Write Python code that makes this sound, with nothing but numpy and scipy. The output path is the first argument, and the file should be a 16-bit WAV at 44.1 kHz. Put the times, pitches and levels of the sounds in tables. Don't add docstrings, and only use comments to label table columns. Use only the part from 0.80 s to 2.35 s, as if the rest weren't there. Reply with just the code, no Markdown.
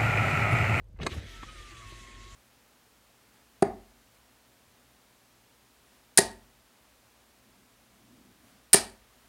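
import sys
import numpy as np
from scipy import signal
from scipy.io import wavfile

SR = 44100
rng = np.random.default_rng(int(sys.argv[2]) if len(sys.argv) > 2 else 0)


def materialize(psi):
    bounded = np.clip(np.atleast_2d(psi).T, -1, 1)
    quanta = np.round(bounded * 32767).astype(np.int16)
    wavfile.write(sys.argv[1], SR, quanta)


def gain_from_db(level_db):
    decades = np.asarray(level_db, float) / 20
    return 10 ** decades


N = 68355
T = np.arange(N) / SR

# (multiple of firing rate [1], level against the hum [dB], waver [dB])
FIRING_ORDERS = [(1, 0.5, 3.6), (1.5, -15.5, 3.3), (2, -16, 1.3)]
# (time [s], level [dB])
IDLE_LEVEL = [(0, -48.5), (.05, -56), (.13, -57), (.2, -47), (.4, -67), (.5, -51), (.7, -50.5), (.93, -54),
              (1.02, -55), (1.38, -54.5), (1.48, -51.5), (1.55, -47.5)]
TICK_MODES = [6460, 8500, 10950, 13300]
# (frequency [Hz], relative density [dB per Hz])
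CABIN_SPECTRUM = [(15, -37), (25, -45), (37, -5.5), (93, -8), (126, -2.5), (140, -25), (173, -28.5),
                  (433, -23), (648, -24.5), (703, -34.5), (14300, -55.5), (15500, -69)]
# (time [s], level [dB], rattle length [s], centre [Hz], mode loss one octave off centre [dB])
CLACKS = [(0.14, -74, 0.0074, 730, 12), (0.162, -52, 0.015, 2000, 28), (0.189, -44, 0.0024, 2180, 8),
          (0.199, -35, 0.0052, 1840, 16), (0.2302, -28, 0.0066, 3150, 7), (0.2615, -31, 0.0014, 1330, 8),
          (0.2651, -18.5, 0.0075, 2030, 2.5), (0.274, -52, 0.007, 1300, 9), (0.329, -35, 0.014, 790, 9),
          (0.629, -33.5, 0.0024, 740, 4), (0.632, -33.5, .006, 550, 1), (1.121, -35, 0.0058, 351.2, 6)]
TRIM_MODES = [335, 575, 812, 1140, 1300, 1437, 1678, 2090, 2455, 2980, 3915, 4230, 6200, 6550, 7900, 8350,
              10500]
# (relative level [dB], T60 [s])
TRIM_RINGS = [(-3, 0.043), (-3.5, 0.013), (-14.5, 0.051), (2, 0.044), (-1, 0.017), (-8.5, 0.016),
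              (-2, 0.018), (2.5, 0.01), (-8, 0.034), (-13, 0.028), (-4.5, 0.012), (-2.5, .018),
              (-3.5, 0.017), (-8.5, 0.014), (-2.5, 0.018), (-7.5, 0.014), (-16, 0.012)]
# (time [s], level [dB], centre [Hz])
THUMPS = [(0.013, -48.5, 98), (.098, -45.5, 95), (.143, -40.5, 99), (.186, -44, 88.4), (.208, -26.5, 126),
          (.232, -30.5, 166), (0.243, -31.5, 145), (0.263, -24.5, 282), (.278, -40, 79),
          (0.286, -35.5, 223), (0.317, -33, 75), (0.351, -34.5, 109), (.366, -31, 95), (.377, -30, 76),
          (0.438, -38, 96)]
# (frequency [Hz], damping rate [Hz], relative level [dB])
LOW_MODES = [(71.6, 26.7, 8), (95, 16.5, 0.5), (138.6, 28, 1), (165, 33, -2), (223, 27, -6), (356, 36, -3),
             (480, 90, -8)]
# (time [s], level [dB])
SHUDDER = [(0.17, -78), (0.202, -42.5), (0.24, -48), (0.268, -38), (0.318, -64), (0.34, -45.5),
           (0.432, -57.5), (0.456, -55.5), (0.472, -66), (0.548, -71), (0.56, -69)]
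# (time [s], frequency [Hz], level [dB])
WHINE = [(.44, 1315, -56), (.5, 1319, -63.5), (.57, 1325, -58.5), (.62, 1310, -50.5), (.655, 1277, -69.5),
         (.69, 1249, -49), (.72, 1281, -58.5), (.755, 1240, -59.5), (.8, 1213, -55.5), (.9, 1177, -58.5),
         (1.02, 1130, -54.5), (1.04, 1100, -56), (1.12, 1098, -56), (1.2, 1092, -60.5), (1.27, 1075, -58.5),
         (1.44, 1082, -58.5), (1.55, 1110, -58.5)]
# (multiple of rotor speed [1], level against the whine [dB])
SIDE_ORDERS = [(5, -30), (7, -24.5), (8, -32), (9, -19), (11, -18.5), (12, -23), (13, -33), (19, -18),
               (20, -21), (24, -15), (30, -26)]
# (frequency [Hz], width [Hz], relative level [dB])
HOUSING_MODES = [(673.4, 20.4, -3), (909, 30, -8), (1830, 59, 1), (1950, 74, -3.5), (2146, 150, -3.5),
                 (2600, 29, -6.5), (2960, 340, -11), (3370, 82, -2), (3900, 220, -9), (6370, 400, -15.5),
                 (7830, 250, -22)]
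# (time [s], hiss level [dB], brightness [dB per octave above 3.5 kHz])
GLIDE = [(.16, -114, 5), (.19, -76, -12), (.22, -42.5, -22), (.255, -56.5, 5.5), (.285, -73, 12),
         (.295, -53.5, 0), (.318, -43.5, -6.5), (.345, -51.5, 4), (.36, -53.5, 2), (.38, -49, -2),
         (.41, -54.5, -4), (.5, -52.5, 1), (.6, -55, 1), (.8, -54.5, 2.5), (1.0, -56.5, 5),
         (1.19, -55.5, 5), (1.35, -58, 3.5), (1.55, -57, 5.5)]
# (frequency [Hz], relative density [dB per Hz])
HISS_SPECTRUM = [(90, -22), (130, -7), (170, -8), (350, -2.5), (480, -17), (640, -17.5), (780, -29),
                 (1000, -21.5), (1400, -9), (1750, -8.5), (2700, -8), (3400, -8.5), (5000, -17.5),
                 (6300, -16.5), (8000, -19.5), (11000, -35), (15500, -46)]


def rms_one(x):
    return x / np.sqrt(np.mean(x ** 2) + 1e-20)


def peak_one(x):
    return x / (np.max(np.abs(x)) + 1e-20)


def in_time(rows):
    s, *columns = np.transpose(rows)
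    return [np.interp(T, s, column) for column in columns]


def drift(rate_hz):
    step = 40
    r = np.exp(-2 * np.pi * rate_hz * step / SR)
    white = rng.standard_normal(N // step + 2002)
    slow = signal.lfilter([1], [1, -2 * r, r * r], white)[2000:]
    return np.interp(np.arange(N) / step, np.arange(len(slow)), rms_one(slow - slow.mean()))


def resonate(x, hz, width_hz):
    r = np.exp(-np.pi * width_hz / SR)
    poles = [1, -2 * r * np.cos(2 * np.pi * hz / SR), r * r]
    return signal.lfilter([(1 - r * r) / 2, 0, (r * r - 1) / 2], poles, x)


def ring(clicks, hz, t60):
    r = 10 ** (-3 / (t60 * SR))
    w = 2 * np.pi * hz / SR
    return signal.lfilter([0, np.sin(w)], [1, -2 * r * np.cos(w), r * r], clicks + 1e-18)


def banded_noise(spectrum, patchy_db, bright_db=0, air_db=0):
    edges = 24 * 2 ** np.arange(0, 9.5, 1 / 3)
    white = rng.standard_normal((2, N + 8000))
    hz_points, db_points = np.transpose(spectrum)
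    out, power = 0, 0
    for k, (low, high) in enumerate(zip(edges, edges[1:])):
        band_pass = signal.butter(3, [low, high], "band", fs=SR, output="sos")
        band = signal.sosfilt(band_pass, white[k % 2])[8000:]
        hz = np.sqrt(low * high)
        level_db = np.interp(np.log(hz), np.log(hz_points), db_points)
        flicker_db = patchy_db * (1 + 1.2 * (hz < 600)) * drift(10.8)
        band = band * gain_from_db(level_db + flicker_db)
        power = power + np.mean(band ** 2)
        tilt_db = bright_db * np.clip(np.log2(hz / 3500), 0, 1.5)
        out = out + band * gain_from_db(tilt_db + air_db * (hz > 9500))
    return out / np.sqrt(power)


def cabin(x, wet_db):
    t60 = 0.12
    age = np.arange(int(.15 * SR)) / SR
    tail = rng.standard_normal(len(age)) * 10 ** (-3 * age / t60) * (age > .003)
    tail = tail / np.sqrt(np.sum(tail ** 2))
    return x + gain_from_db(wet_db) * signal.fftconvolve(x, tail)[:N]


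def cabin_floor():
    return gain_from_db(-58) * banded_noise(CABIN_SPECTRUM, patchy_db=1.0)


def engine_hum(firing_hz):
    phase = 2 * np.pi * np.cumsum(firing_hz + 1.37 * drift(3.9)) / SR
    orders = 0
    for k, db, waver_db in FIRING_ORDERS:
        level = gain_from_db(db + waver_db * drift(15))
        orders = orders + level * np.sqrt(2) * np.sin(k * phase + rng.uniform(0, 7.2))
    hum_db, = in_time(IDLE_LEVEL)
    return gain_from_db(hum_db) * orders


def injector_ticks(firing_hz):
    clicks = np.zeros(N)
    s = np.arange(.0425, T[-1], 2 / firing_hz)
    clicks[(s * SR).astype(int)] = gain_from_db(-75.5)
    return sum(ring(clicks, hz, t60=0.017) for hz in TICK_MODES)


def engine():
    firing_hz = 45.94
    return engine_hum(firing_hz) + injector_ticks(firing_hz)


def contact_rattle(length):
    contacts_per_s = 2500
    draw = rng.random((3, 2000))
    age = np.arange(2000) / SR
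    hits = (draw[0] < contacts_per_s / SR) * np.sign(draw[1] - .5) * (0.13 + draw[2])
    hits[0] = .5
    hits = hits * np.exp(-(age / length) ** 2)
    return np.concatenate([hits / np.sqrt(np.sum(hits ** 2)), np.zeros(SR // 10)])


def clacks():
    out = np.zeros(N)
    for s, db, length, centre_hz, focus_db in CLACKS:
        force = contact_rattle(length)
        modes = 0
        for hz, (mode_db, t60) in zip(TRIM_MODES, TRIM_RINGS):
            loss_db = focus_db * np.log2(hz / centre_hz) ** 2
            modes = modes + gain_from_db(mode_db - loss_db) * peak_one(ring(force, hz, t60))
        focus = max(focus_db, 1)
        snap = force
        for _ in range(3):
            snap = resonate(snap, centre_hz, centre_hz * 4.3 / focus)
        sound = gain_from_db(db) * (gain_from_db(-8) * modes + gain_from_db(13.5) * snap)
        cut_hz = np.clip(centre_hz * 14.4 / focus, 0.75 * centre_hz, 11000)
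        sound = signal.sosfilt(signal.butter(2, cut_hz, fs=SR, output="sos"), sound)
        i = int(s * SR)
        out[i:i + len(sound)] += sound[:N - i]
    return out


def low_thumps():
    out = np.zeros(N)
    s, thump_db, centre_hz = np.transpose(THUMPS)
    signs = rng.choice([-1, 1], len(s))
    for hz, damping_hz, mode_db in LOW_MODES:
        loss_db = 11.5 * np.log2(hz / centre_hz) ** 2
        blows = np.zeros(N)
        blows[(s * SR).astype(int)] = signs * gain_from_db(thump_db + mode_db - loss_db)
        out = out + resonate(ring(blows, hz, 1.51 / damping_hz), hz, hz * 0.57)
    return out


def panel_shudder():
    db, = in_time(SHUDDER)
    fade_in = np.clip((T - SHUDDER[0][0]) / 0.013, 0, 1)
    fade_out = np.clip((SHUDDER[-1][0] - T) / 0.028, 0, 1)
    band_pass = signal.butter(2, [170, 520], "band", fs=SR, output="sos")
    rough = rms_one(signal.sosfilt(band_pass, rng.standard_normal(N)))
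    return gain_from_db(db) * fade_in * fade_out * rough


def motor_tones(rotor_hz, turns, whine_db):
    whine = gain_from_db(whine_db + drift(38)) * np.sin(2 * np.pi * 10 * turns)
    side = 0
    for k, db in SIDE_ORDERS:
        side = side + gain_from_db(db + 5.9 * drift(27)) * np.sin(2 * np.pi * (k * turns + rng.random()))
    boom_db = -59 - 66 * abs(np.log2(rotor_hz / 108.7))
    rotor = gain_from_db(boom_db + 4.0 * drift(2.2)) * np.sin(2 * np.pi * turns)
    return np.sqrt(2) * (whine + gain_from_db(whine_db) * side + rotor)


def gear_noise(turns, running):
    rough = 0.57
    knocks = rms_one(np.diff(np.floor(turns), prepend=0)) * running
    force = (1 - rough) * knocks + rough * rng.standard_normal(N)
    out = 0
    for k, (hz, width_hz, db) in enumerate(HOUSING_MODES):
        out = out + gain_from_db(db + 2.3 * drift(8.2)) * (-1) ** k * resonate(force, hz, width_hz)
    return rms_one(out)


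def glass_hiss(bright_db):
    since_seal = T - 0.32
    air_db = 12.5 * np.exp(-np.maximum(since_seal, 0) / 0.48) * (since_seal > 0)
    return banded_noise(HISS_SPECTRUM, patchy_db=2.1, bright_db=bright_db, air_db=air_db)


def motor_and_glass():
    whine_hz, whine_db = in_time(WHINE)
    hiss_db, bright_db = in_time(GLIDE)
    turns = np.cumsum(whine_hz + 7.5 * drift(49)) / SR / 10
    running = np.clip((T - WHINE[0][0]) / 0.077, 0, 1)
    tones = running * motor_tones(whine_hz / 10, turns, whine_db)
    rubbing = glass_hiss(bright_db) + gain_from_db(-3) * gear_noise(turns, running)
    return tones + gain_from_db(hiss_db) * cabin(rubbing, wet_db=-8) * (T > GLIDE[0][0])


def scene():
    background = cabin_floor() + engine()
    knocks = cabin(clacks(), wet_db=-13) + low_thumps() + panel_shudder()
    return (background + knocks + motor_and_glass())[None]


def roll_off(x):
    return signal.sosfilt(signal.butter(12, 15690, fs=SR, output="sos"), x)


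def record(dry):
    mix = signal.sosfilt(signal.butter(2, 30, "high", fs=SR, output="sos"), dry)
    return roll_off(mix)


dry = scene()
out = record(dry)
materialize(out)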